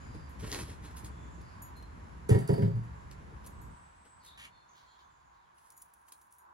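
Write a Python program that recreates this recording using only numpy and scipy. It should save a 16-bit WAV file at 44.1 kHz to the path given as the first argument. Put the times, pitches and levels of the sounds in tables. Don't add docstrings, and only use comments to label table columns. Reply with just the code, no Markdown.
import sys
import numpy as np
from scipy import signal
from scipy.fft import rfft, irfft
from scipy.io import wavfile
from scipy.ndimage import uniform_filter1d

SR = 44100
rng = np.random.default_rng(int(sys.argv[2]) if len(sys.argv) > 2 else 0)


def put_to_file(sound):
    columns = np.atleast_2d(sound).T
    safe = np.clip(columns, -1, 1)
    whole_steps = np.round(safe * 32767)
    wavfile.write(sys.argv[1], SR, whole_steps.astype(np.int16))


N = 287973


# (time [s], body drive [dB], knock drive [dB], board clack drive [dB], rattle drive [dB])
DOOR_CONTACTS = [(2.290, -17.5, -26, -47.5, -44), (2.304, -23.5, -23.5, -40, -49),
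                 (2.343, -17.5, -29, -41.5, -53.5), (2.387, -37, -47, -67, -52),
                 (2.418, -36.5, -47.5, -51, -79), (2.476, -58, -57, -57, -52),
                 (2.490, -17.5, -25, -45.5, -54), (2.534, -30.5, -43, -50, -57.5),
                 (2.578, -20, -31, -49, -60), (2.620, -16.5, -35.5, -46, -59),
                 (2.674, -28.5, -41.5, -68, -72), (2.757, -31.5, -50.5, -63, -74),
                 (2.836, -40, -65, -65, -70)]
# (frequency [Hz], level [dB], decay time T60 [s])
DOOR_MODES = [(146.5, -12, 0.21), (163.4, -10, 0.26), (195.1, -8.5, 0.15), (247.2, -16.5, 0.29),
              (275.3, -17, 0.31), (353, -11, 0.16), (403, 0, 0.154), (427.7, -6.5, 0.2), (474, -15, 0.25),
              (541.5, -10, 0.16), (675, -17, 0.53), (776, -20, 0.28), (910, -19.5, 0.21), (914, -19, 0.55),
              (965.5, -13, 0.43), (1297, -22, 0.25), (1672, -18, 0.18), (1720, -16, 0.22),
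              (1865, -11.5, 0.27), (2094, -22, 0.215), (2180, -17.5, 0.18)]
# (time [s], level [dB], frequency [Hz], rise constant [s], decay time T60 [s])
LEAF_BOOMS = [(2.307, -12, 113.4, 0.0098, 0.1), (2.345, -16.5, 113, 0.01, 0.097),
              (2.399, -30, 126, 0.0136, 0.17), (2.496, -18, 125, 0.0076, 0.043),
              (2.524, -22, 125.6, 0.0084, 0.091), (2.584, -27, 126, .012, 0.092),
              (2.625, -20, 109.4, 0.0054, 0.39), (2.724, -26.5, 115.8, 0.026, 0.38)]
# (frequency [Hz], density [dB])
CLATTER_SPECTRUM = [(250, -18.5), (420, 7.5), (650, -4), (950, -3), (1400, -21.5), (2600, -18.5),
                    (6000, -31)]
# (frequency [Hz], density [dB])
CRACK_SPECTRUM = [(200, 4.5), (600, 8.5), (1000, -1.5), (1400, 5), (1950, 7), (2800, 8), (5000, -5),
                  (7500, 8.5), (11700, 3.5), (13000, -17.5), (15500, -8)]
# (frequency [Hz], level [dB], decay time T60 [s])
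BOLT_MODES = [(2920, -13, 0.1613), (4460, -6, 0.25), (4700, -8.5, 0.25), (4730, -5.5, 0.7),
              (4960, -10, 0.3), (5140, -11, 0.23)]
# (time [s], level [dB])
BOLT_CONTACTS = [(2.299, -52), (2.345, -55), (2.475, -52.5), (2.537, -53), (2.620, -58.5)]
# (frequency [Hz], density [dB])
CLACK_SPECTRUM = [(600, -9), (1100, -10), (1450, 2), (2000, 3), (2500, -10.5), (3000, -5.5), (4200, -14),
                  (7000, -32)]
# (frequency [Hz], density [dB])
DRAG_SPECTRUM = [(200, -4), (600, -17), (1200, -3), (2300, 9), (2600, 2.5), (2920, 8), (4000, -1.5),
                 (5500, -10.5), (7200, -4.5), (8500, -15), (10000, -7.5), (11800, -11), (13000, -26)]
# (frequency [Hz], density [dB])
HINGE_SPECTRUM = [(1200, -20), (2250, 3), (2600, -15), (2920, 2.5), (3300, 4), (3750, 1.5), (4600, 0),
                  (5400, -6), (6500, -7), (8000, -17)]
# (time [s], click level [dB], click tilt [dB per octave], buckle level [dB], hook level [dB])
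CLIP_CONTACTS = [(0.291, -73, 0, -76, -86), (1.411, -54.5, -13, -86, -90), (1.62, -55, 0, -61, -76),
                 (1.765, -69, 0, -76.5, -88), (1.824, -52.5, -12.5, -90, -80), (3.462, -45, -3, -75, -75),
                 (3.469, -45, -8.5, -75, -80), (3.613, -73, 2, -73.5, -82), (5.702, -48.5, -3.5, -80, -71),
                 (5.72, -54, -2, -81, -80), (5.766, -59, 2, -72, -85), (5.776, -42, 5, -85, -79),
                 (5.817, -38.5, 1, -90, -65), (5.936, -50.5, 1, -88, -77), (6.083, -49, 4, -90, -86),
                 (6.121, -38, 4, -88, -79), (6.213, -57, -6.5, -80.5, -76.5), (6.382, -49, 8, -74.5, -76)]
# (frequency [Hz], level [dB], decay time T60 [s])
BUCKLE_MODES = [(3900, -24, 0.46), (6860, -2.5, 0.26), (8100, -16, 0.32), (9550, -0.5, 0.15),
                (11400, 1, 0.16), (11600, 4, 0.15), (14560, -18.5, .14), (15700, -11, .12)]
# (frequency [Hz], level [dB], decay time T60 [s])
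HOOK_MODES = [(9700, -6, 0.085), (10850, -22, .12), (12170, -14, .08), (15290, 6, 0.059)]
# (frequency [Hz], density [dB])
SNAP_SPECTRUM = [(1000, -52), (3000, -23.5), (5000, -16), (6000, -7.5), (8000, -9), (10000, 3), (11800, -1),
                 (13200, -34), (15500, -2.5)]
# (peak time [s], length [s], level [dB], treble tilt [dB per octave])
SCRAPES = [(0.152, 0.047, -58.5, -2), (0.409, 0.033, -49.5, 0), (0.448, 0.059, -44.5, -3.5),
           (0.497, 0.11, -48.5, 0.5), (0.536, 0.065, -38, -2), (0.563, 0.03, -49, -2.5),
           (0.602, 0.066, -43.5, -1.5), (0.696, 0.051, -46.5, -3), (0.861, 0.095, -54, -2),
           (0.976, 0.032, -47, 3), (1.048, 0.017, -49, 3.5), (1.068, 0.02, -50.5, 0),
           (3.116, 0.013, -52, -0.5), (3.45, 0.031, -56.5, 0.5), (4.258, 0.054, -56.5, 2.5),
           (4.057, .025, -59, -3), (5.655, 0.092, -69, 4.5), (5.585, 0.014, -65, 1),
           (6.085, .011, -56.5, 2), (6.123, .011, -54.5, 2.5)]
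# (frequency [Hz], density [dB])
GRIT_SPECTRUM = [(150, 4), (550, 2), (750, -8), (1000, 2.5), (1300, -1), (2600, -1.5), (4000, -2),
                 (5500, -2.5), (11500, -1), (13000, -28), (16000, -21)]
# (time [s], level [dB])
FOOTFALLS = [(0.145, -31.5), (0.424, -29.5), (0.442, -32.5), (0.611, -31.5), (0.693, -39.5), (1.029, -35),
             (3.32, -38)]
# (frequency [Hz], level [dB], decay time T60 [s])
HEEL_MODES = [(69.3, -12, 0.76), (105.5, 6, 0.11), (145, -0.5, 0.14), (167, -7.5, 0.15), (216, -14.5, 0.19),
              (314, -5, 0.1), (433, 0.5, 0.038)]
# (time [s], level [dB], frequency [Hz])
STONE_CRACKS = [(0.517, -28, 5340), (0.5272, -26, 4300), (0.534, -36, 3800), (0.5467, -27.5, 3300),
                (0.548, -36.5, 6000), (3.114, -45, 3970), (6.1222, -51, 4200)]
# (time [s], length [s], start frequency [Hz], level [dB], buzz [share of pitch])
HELD_WHISTLES = [(0, 0.065, 6930, -65, 0.017), (0, 0.28, 4950, -68, .02), (1.09, 0.19, 3530, -69, 0.0095),
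                 (1.371, 0.2, 4870, -69, .06), (1.753, 0.045, 4190, -61, 0.008),
                 (3.48, 0.22, 8100, -70, 0.022), (3.689, 0.22, 8130, -65.5, 0.02),
                 (3.951, 0.21, 8210, -61.5, 0.024), (4.225, 0.07, 4330, -65.5, 0.065),
                 (4.255, .06, 3800, -57.5, 0.047), (4.486, 0.14, 4330, -70, 0.016),
                 (4.506, 0.096, 3600, -68.5, .02), (4.87, .09, 3310, -70, .025),
                 (4.938, 0.16, 3590, -79, .015)]
# (time [s], run length [s], top frequency [Hz], level [dB], buzz [share of pitch])
SLUR_RUNS = [(1.074, .05, 7800, -69, .03), (1.171, .05, 7800, -65, 0.043), (1.284, .05, 7750, -63.5, 0.036),
             (2.936, 0.045, 7570, -74, 0.013), (4.199, .05, 4540, -61, 0.072),
             (4.68, .05, 6750, -69.5, 0.045), (4.739, 0.13, 4470, -71, 0.042),
             (4.859, 0.4, 7480, -76, .018), (5.335, .05, 4230, -77, 0.026), (5.43, .05, 3480, -77, 0.023)]
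# (frequency [Hz], density [dB])
RUMBLE_SPECTRUM = [(20, -16), (45, -2), (66, 7), (95, -4), (125, -4.5), (168, -6), (220, -11), (330, -16.5),
                   (600, -27.5), (1500, -64)]
# (time [s], traffic level [dB], hiss level [dB])
AIR_LEVELS = [(0, -59.5, -58), (.8, -57.5, -60), (3.6, -56, -62), (4.0, -61.5, -65.5), (4.6, -62.5, -68.5),
              (6.53, -62, -74.5)]
# (frequency [Hz], density [dB])
TRAFFIC_SPECTRUM = [(200, -26.5), (350, -10.5), (540, -24.5), (760, -7), (970, 5), (1080, 3), (1270, -6),
                    (1650, -3), (2000, -30), (4000, -38)]
# (frequency [Hz], density [dB])
HISS_SPECTRUM = [(300, -1.5), (1000, 10.5), (1800, 10), (2300, 6), (3200, -1.5), (5000, -6), (7500, -6),
                 (8700, -20), (10000, -7), (11900, -20.5), (12600, -48.5), (16000, -61)]
# (frequency [Hz], side gain [dB])
SIDE_GAIN = [(60, 21.5), (110, 14), (200, 12), (400, 12.5), (700, 15.5), (1200, 4.5), (2400, -2),
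             (8000, -1)]

DOOR_LAG_MS, PORT_SPAN_MS = 0.187, 0.31
LATCH_LEAD_S = .0015
CLATTER_DB, CLATTER_RISE_S, CLATTER_T60_S = -17.5, 0.0087, 0.36
CLATTER_SCATTER_DB = 5.5
CHOKE_S = 0.012
CLACK_RISE_S, CLACK_T60_S = 0.0039, .11
DRAG_START_S, DRAG_END_S = 4.372, 4.462
DRAG_DB, DRAG_GROWTH_DB_PER_S, DRAG_ROUGH_DB = -50.5, 27, 0.5
CATCH_EVERY_S, CATCH_JITTER_S, CATCH_T60_S = .009, .002, 0.064
HINGE_S, HINGE_DB, HINGE_RISE_S, HINGE_T60_S, HINGE_ROUGH_DB = 4.67, -73, 0.011, 3.1, 3
RUSTLE_START_S, RUSTLE_END_S, RUSTLE_EDGE_S = 5.58, 6.4, 0.044
RUSTLE_DB, RUSTLE_PATCHY_DB = -74, 4.5
SCRAPE_RISE_SHARE, SCRAPE_FALL_SHARE = .36, 0.63
STONE_T60_S, STONE_SKIRT_DB_PER_OCT = 0.0078, 16
WHISTLE_SAG_OCT_PER_S = .2
SLUR_S, SLUR_EVERY_S, SLUR_FALL_OCT = 0.084, 0.12, 0.25
BIRD_DB, BIRD_WET_DB = -4, 2
RUMBLE_DB, RUMBLE_SAG_DB_PER_S, RUMBLE_STOP_S, RUMBLE_STOP_LENGTH_S = -48, -0.37, 3.74, 0.01
RUMBLE_DROP_DB, RUMBLE_EBB_DB, RUMBLE_EBB_S = -11, -23, 1.8
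TOP_HZ = 15900


def door(swell_cycles=1.9, scatter_db=5.5):
    t, wood = np.arange(SR) / SR, np.zeros(N)
    hz, mode_db, t60 = np.transpose(DOOR_MODES)[:, :, None]
    swell = (1 - np.exp(-(t * hz / swell_cycles) ** 2)) * fade(t, t60)
    swell = swell / swell.max(axis=1, keepdims=True)
    waves = undb(mode_db) * swell * np.sin(2 * np.pi * hz * t)
    mode_hz = hz[:, 0]
    for s, *force_db, _ in DOOR_CONTACTS:
        drive_db = np.interp(np.log(mode_hz), np.log([200, 400, 2000]), force_db)
        drive_db += scatter_db * np.minimum(mode_hz / 1500, 1) * rng.standard_normal(len(hz))
        add(wood, s, undb(drive_db) @ waves)

    times, _, knock_db, _, rattle_db = np.transpose(DOOR_CONTACTS)
    clatter_envelope = strikes(times, knock_db, CLATTER_RISE_S, CLATTER_T60_S)
    clatter = undb(CLATTER_DB) * grains(CLATTER_SPECTRUM, CLATTER_SCATTER_DB) * clatter_envelope
    crack_envelope = strikes(times - LATCH_LEAD_S, rattle_db, 0.0008, 0.13)
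    crack = undb(5.0) * grains(CRACK_SPECTRUM, scatter_db=4.0) * crack_envelope
    bolt = ring(BOLT_MODES, *np.transpose(BOLT_CONTACTS)) * (1 + 0.33 * walk(450))
    body = ports(wood + clatter + bolt + crack, DOOR_LAG_MS)
    lean = shape([(170, 0.095), (380, 0.84), (800, 1.9), (2400, 0.33)])
    leaning = irfft(rfft(body) * np.array([1 / lean, lean]), N)
    return ports(boom(), DOOR_LAG_MS) + yard(leaning, wet_db=-7, t60=0.189)


def boom():
    t, out = np.arange(SR) / SR, np.zeros(N)
    ends = [row[0] for row in LEAF_BOOMS[1:]] + [np.inf]
    for (s, db, hz, rise_s, t60), end in zip(LEAF_BOOMS, ends):
        swell = (1 - np.exp(-(t / rise_s) ** 2)) * fade(t, t60)
        choke = np.exp(-(np.maximum(s + t - end, 0) / CHOKE_S) ** 2)
        add(out, s, undb(db) * swell / swell.max() * choke * np.sin(2 * np.pi * hz * t))
    return out


def boards():
    t, out = np.arange(SR) / SR, np.zeros(N)
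    splinters = grains(CLACK_SPECTRUM, scatter_db=3.5)
    contact = (1 - np.exp(-t / CLACK_RISE_S)) * fade(t, CLACK_T60_S)
    for s, _, _, clack_db, _ in DOOR_CONTACTS:
        add(out, s, undb(clack_db) * contact * spot(splinters, width_hz=40, peaks_db=2.0))
    return yard(ports(out, lag_ms=0.1), wet_db=-2.5, t60=0.13)


def drag():
    times = np.arange(DRAG_START_S, DRAG_END_S, CATCH_EVERY_S)
    late, size = rng.standard_normal((64, 2))[:len(times)].T
    catch_db = DRAG_DB + DRAG_GROWTH_DB_PER_S * (times - times[0]) + DRAG_ROUGH_DB * size
    catches = strikes(times + CATCH_JITTER_S * late, catch_db, 0.00032, CATCH_T60_S)
    scrape = grains(DRAG_SPECTRUM, scatter_db=0.5) * catches
    return yard(ports(scrape, DOOR_LAG_MS), wet_db=-4.5, t60=0.089)


def hinge():
    t = np.maximum(np.arange(N) / SR - HINGE_S, 0)
    speed = (1 - np.exp(-t / HINGE_RISE_S)) * fade(t, HINGE_T60_S)
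    roughness = undb(HINGE_DB + HINGE_ROUGH_DB * walk(45))
    rub = grains(HINGE_SPECTRUM, scatter_db=5.0) * speed * roughness
    return yard(ports(rub, DOOR_LAG_MS), wet_db=0.5, t60=0.091)


def halter():
    t, snaps = np.arange(SR) / SR, np.zeros(N)
    steel = grains(SNAP_SPECTRUM, scatter_db=-6.0)
    contact = (1 - np.exp(-t / .002)) * fade(t, 0.031)
    for s, click_db, tilt_db, _, _ in CLIP_CONTACTS:
        click = spot(steel, width_hz=230, peaks_db=1.0, tilt_db=tilt_db)
        add(snaps, s, undb(click_db + 2.5) * click * contact)
    times, _, _, buckle_db, hook_db = np.transpose(CLIP_CONTACTS)
    rings = undb(10.0) * (ring(BUCKLE_MODES, times, buckle_db) + ring(HOOK_MODES, times, hook_db))

    sliding = curve([(RUSTLE_START_S - RUSTLE_EDGE_S, 0), (RUSTLE_START_S, 1),
                     (RUSTLE_END_S, 1), (RUSTLE_END_S + RUSTLE_EDGE_S, 0)])
    patches = undb(RUSTLE_DB + RUSTLE_PATCHY_DB * walk(32))
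    rustle = grains(SNAP_SPECTRUM, scatter_db=4.0) * sliding * patches
    return yard(ports(snaps + rings + rustle, lag_ms=0.024), wet_db=-13.5, t60=0.14)


def boots():
    t, out = np.arange(SR) / SR, grit_cracks()
    grit = grains(GRIT_SPECTRUM, scatter_db=3.0) * undb(2.4 * walk(200))
    for s, length, db, tilt_db in SCRAPES:
        rise, fall = SCRAPE_RISE_SHARE * length, SCRAPE_FALL_SHARE * length
        lead = min(s, 3 * rise)
        pressure = np.exp(-np.where(t < lead, ((t - lead) / rise) ** 2, (t - lead) / fall))
        add(out, s - lead, undb(db) * pressure * spot(grit, width_hz=38, peaks_db=3.0, tilt_db=tilt_db))
    heel = sum(undb(db) * np.sin(2 * np.pi * hz * t) * fade(t, t60) for hz, db, t60 in HEEL_MODES)
    for s, db in FOOTFALLS:
        add(out, s, undb(db) * heel * (1 - np.exp(-t / 0.017)))
    return yard(ports(out, lag_ms=0.063), wet_db=-7.0, t60=0.079)


def grit_cracks():
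    t, out = np.arange(SR) / SR, np.zeros(N)
    for s, db, peak_hz in STONE_CRACKS:
        octaves_off = np.abs(np.log2(np.arange(1, SR // 2 + 2) / peak_hz))
        colour = undb(-STONE_SKIRT_DB_PER_OCT * octaves_off)
        burst = unit(irfft(rfft(rng.standard_normal(SR)) * colour, SR))
        add(out, s, undb(db) * burst * fade(t, STONE_T60_S))
    return out


def bird(warble=0.0104):
    out, waver, rasp, flutter = np.zeros(N), warble * walk(200), walk(900), undb(3.1 * walk(90))
    for s, length, start_hz, fall_oct, db, buzz in notes():
        u = np.linspace(0, 1, int(length * SR))
        now = max(int(s * SR), 0) + np.arange(len(u))
        hz = start_hz * 2 ** (-fall_oct * u) * (1 + waver[now] + buzz * rasp[now])
        envelope = np.sqrt(np.abs(np.sin(np.pi * u)))
        add(out, s, undb(db) * envelope * np.sin(2 * np.pi * np.cumsum(hz) / SR))
    return undb(BIRD_DB) * yard(ports(out * flutter, lag_ms=-0.039), wet_db=BIRD_WET_DB, t60=0.42)


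def notes(pitch_scatter_oct=0.0142, scatter_db=1.5):
    rows = [(s, length, hz, WHISTLE_SAG_OCT_PER_S * length, db, buzz)
            for s, length, hz, db, buzz in HELD_WHISTLES]
    slurs = [(s + late, hz, db, buzz) for s, length, hz, db, buzz in SLUR_RUNS
             for late in np.arange(0, length, SLUR_EVERY_S)]
    chance = rng.standard_normal((64, 2))
    for (s, hz, db, buzz), (a, b) in zip(slurs, chance):
        start_hz = hz * 2 ** (pitch_scatter_oct * a)
        rows.append((s, SLUR_S, start_hz, SLUR_FALL_OCT, db + scatter_db * b, buzz))
    return rows


def outdoors(traffic_pan_db=-2.0):
    rumble = field(RUMBLE_SPECTRUM) * undb(rumble_level() + 1.2 * walk(14))
    traffic = field(TRAFFIC_SPECTRUM) * undb(curve(AIR_LEVELS) - 5.5 + 1.5 * walk(7.8))
    hiss = field(HISS_SPECTRUM) * undb(curve(AIR_LEVELS, axis=2) + 0.42 * walk(6.7))
    pan = undb(traffic_pan_db * np.array([[.5], [-.5]]))
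    return rumble + traffic * pan + hiss


def rumble_level():
    t = np.arange(N) / SR
    after = np.maximum(t - RUMBLE_STOP_S, 0)
    drop = RUMBLE_DROP_DB * np.minimum(after / RUMBLE_STOP_LENGTH_S, 1)
    ebb = RUMBLE_EBB_DB * (1 - np.exp(-after / RUMBLE_EBB_S))
    return RUMBLE_DB + RUMBLE_SAG_DB_PER_S * t + drop + ebb


def yard(x, wet_db, t60):
    t = np.arange(SR) / SR
    tail = field([(50, 0), (16000, 0)])[:, :SR] * fade(t, t60) * (1 - np.exp(-t / .012)) ** 2
    tail /= np.sqrt(np.sum(tail ** 2) / 2)
    return x + undb(wet_db) * signal.fftconvolve(x[:1], tail, axes=1)[:, :N]


def ports(x, lag_ms):
    turn = np.exp(-1j * np.pi * bins() * lag_ms / 1000)
    return irfft(rfft(x) * np.array([turn, 1 / turn]), N)


def field(points):
    mid, side = rfft(rng.standard_normal((2, N)))
    alike = np.sinc(2 * bins() * PORT_SPAN_MS / 1000)
    mid, side = mid * np.sqrt(1 + alike), side * np.sqrt(1 - alike)
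    return unit(irfft(np.array([mid + side, mid - side]) * shape(points), N))


def ring(modes, times, dbs):
    t, out = np.arange(SR // 2) / SR, np.zeros(N)
    waves = np.array([undb(db) * np.exp(2j * np.pi * hz * t) * fade(t, t60) for hz, db, t60 in modes])
    waves = waves * (1 - np.exp(-t / .001))
    for s, db in zip(times, dbs):
        size, turn = rng.standard_normal((2, len(modes)))
        excitation = undb(2 * size) * np.exp(2j * np.pi * turn)
        add(out, s, undb(db) * np.imag(excitation @ waves))
    return out


def strikes(times, dbs, rise_s, t60):
    t, power = np.arange(SR // 2) / SR, np.zeros(N)
    for s, db in zip(times, dbs):
        add(power, s, (undb(db) * (1 - np.exp(-t / rise_s)) * fade(t, t60)) ** 2)
    return np.sqrt(power)


def grains(points, scatter_db):
    chance = np.minimum(rng.exponential(size=N // 16 + 1), 4)
    sizes = undb(scatter_db * np.repeat(chance, 16)[:N])
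    return unit(irfft(rfft(rng.standard_normal(N) * sizes) * shape(points), N))


def spot(x, width_hz, peaks_db, tilt_db=0):
    hz = np.arange(SR // 2 + 1)
    peaks = unit(np.interp(hz / width_hz, np.arange(1000), rng.standard_normal(1000)))
    octaves = np.log2(np.maximum(hz, 300) / 3000)
    start = rng.integers(N - SR)
    colour = undb(peaks_db * peaks + tilt_db * octaves)
    return unit(irfft(rfft(x[start:start + SR]) * colour, SR))


def walk(rate):
    k = max(int(SR / rate), 2)
    steps = np.repeat(rng.standard_normal(N // k + 1), k)
    return unit(uniform_filter1d(steps, k)[:N])


def fade(t, t60):
    return np.exp(-np.log(1000) * t / t60)


def shape(points):
    hz, db = np.transpose(points)
    return undb(np.interp(np.log(bins()), np.log(hz), db))


def bins():
    return np.maximum(np.arange(N // 2 + 1) * SR / N, 1)


def curve(rows, axis=1):
    rows = np.array(rows)
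    return np.interp(np.arange(N) / SR, rows[:, 0], rows[:, axis])


def undb(db):
    return 10 ** (np.asarray(db) / 20)


def unit(x):
    return x / np.sqrt(np.mean(x ** 2))


def add(out, s, x):
    i = max(int(s * SR), 0)
    out[..., i:i + x.shape[-1]] += x[..., :max(N - i, 0)]


def scene():
    return door() + boards() + drag() + hinge() + halter() + boots() + bird() + outdoors()


def record(dry):
    mid = (dry[0] + dry[1]) / 2
    side = irfft(rfft(dry[0] - dry[1]) * shape(SIDE_GAIN), N) / 2
    bass_cut = signal.butter(2, 32, "highpass", fs=SR, output="sos")
    top_cut = signal.ellip(8, .2, 70, TOP_HZ, fs=SR, output="sos")
    wide = signal.sosfilt(bass_cut, np.array([mid + side, mid - side]))
    return signal.sosfilt(top_cut, wide)


dry = scene()
out = record(dry)
put_to_file(out)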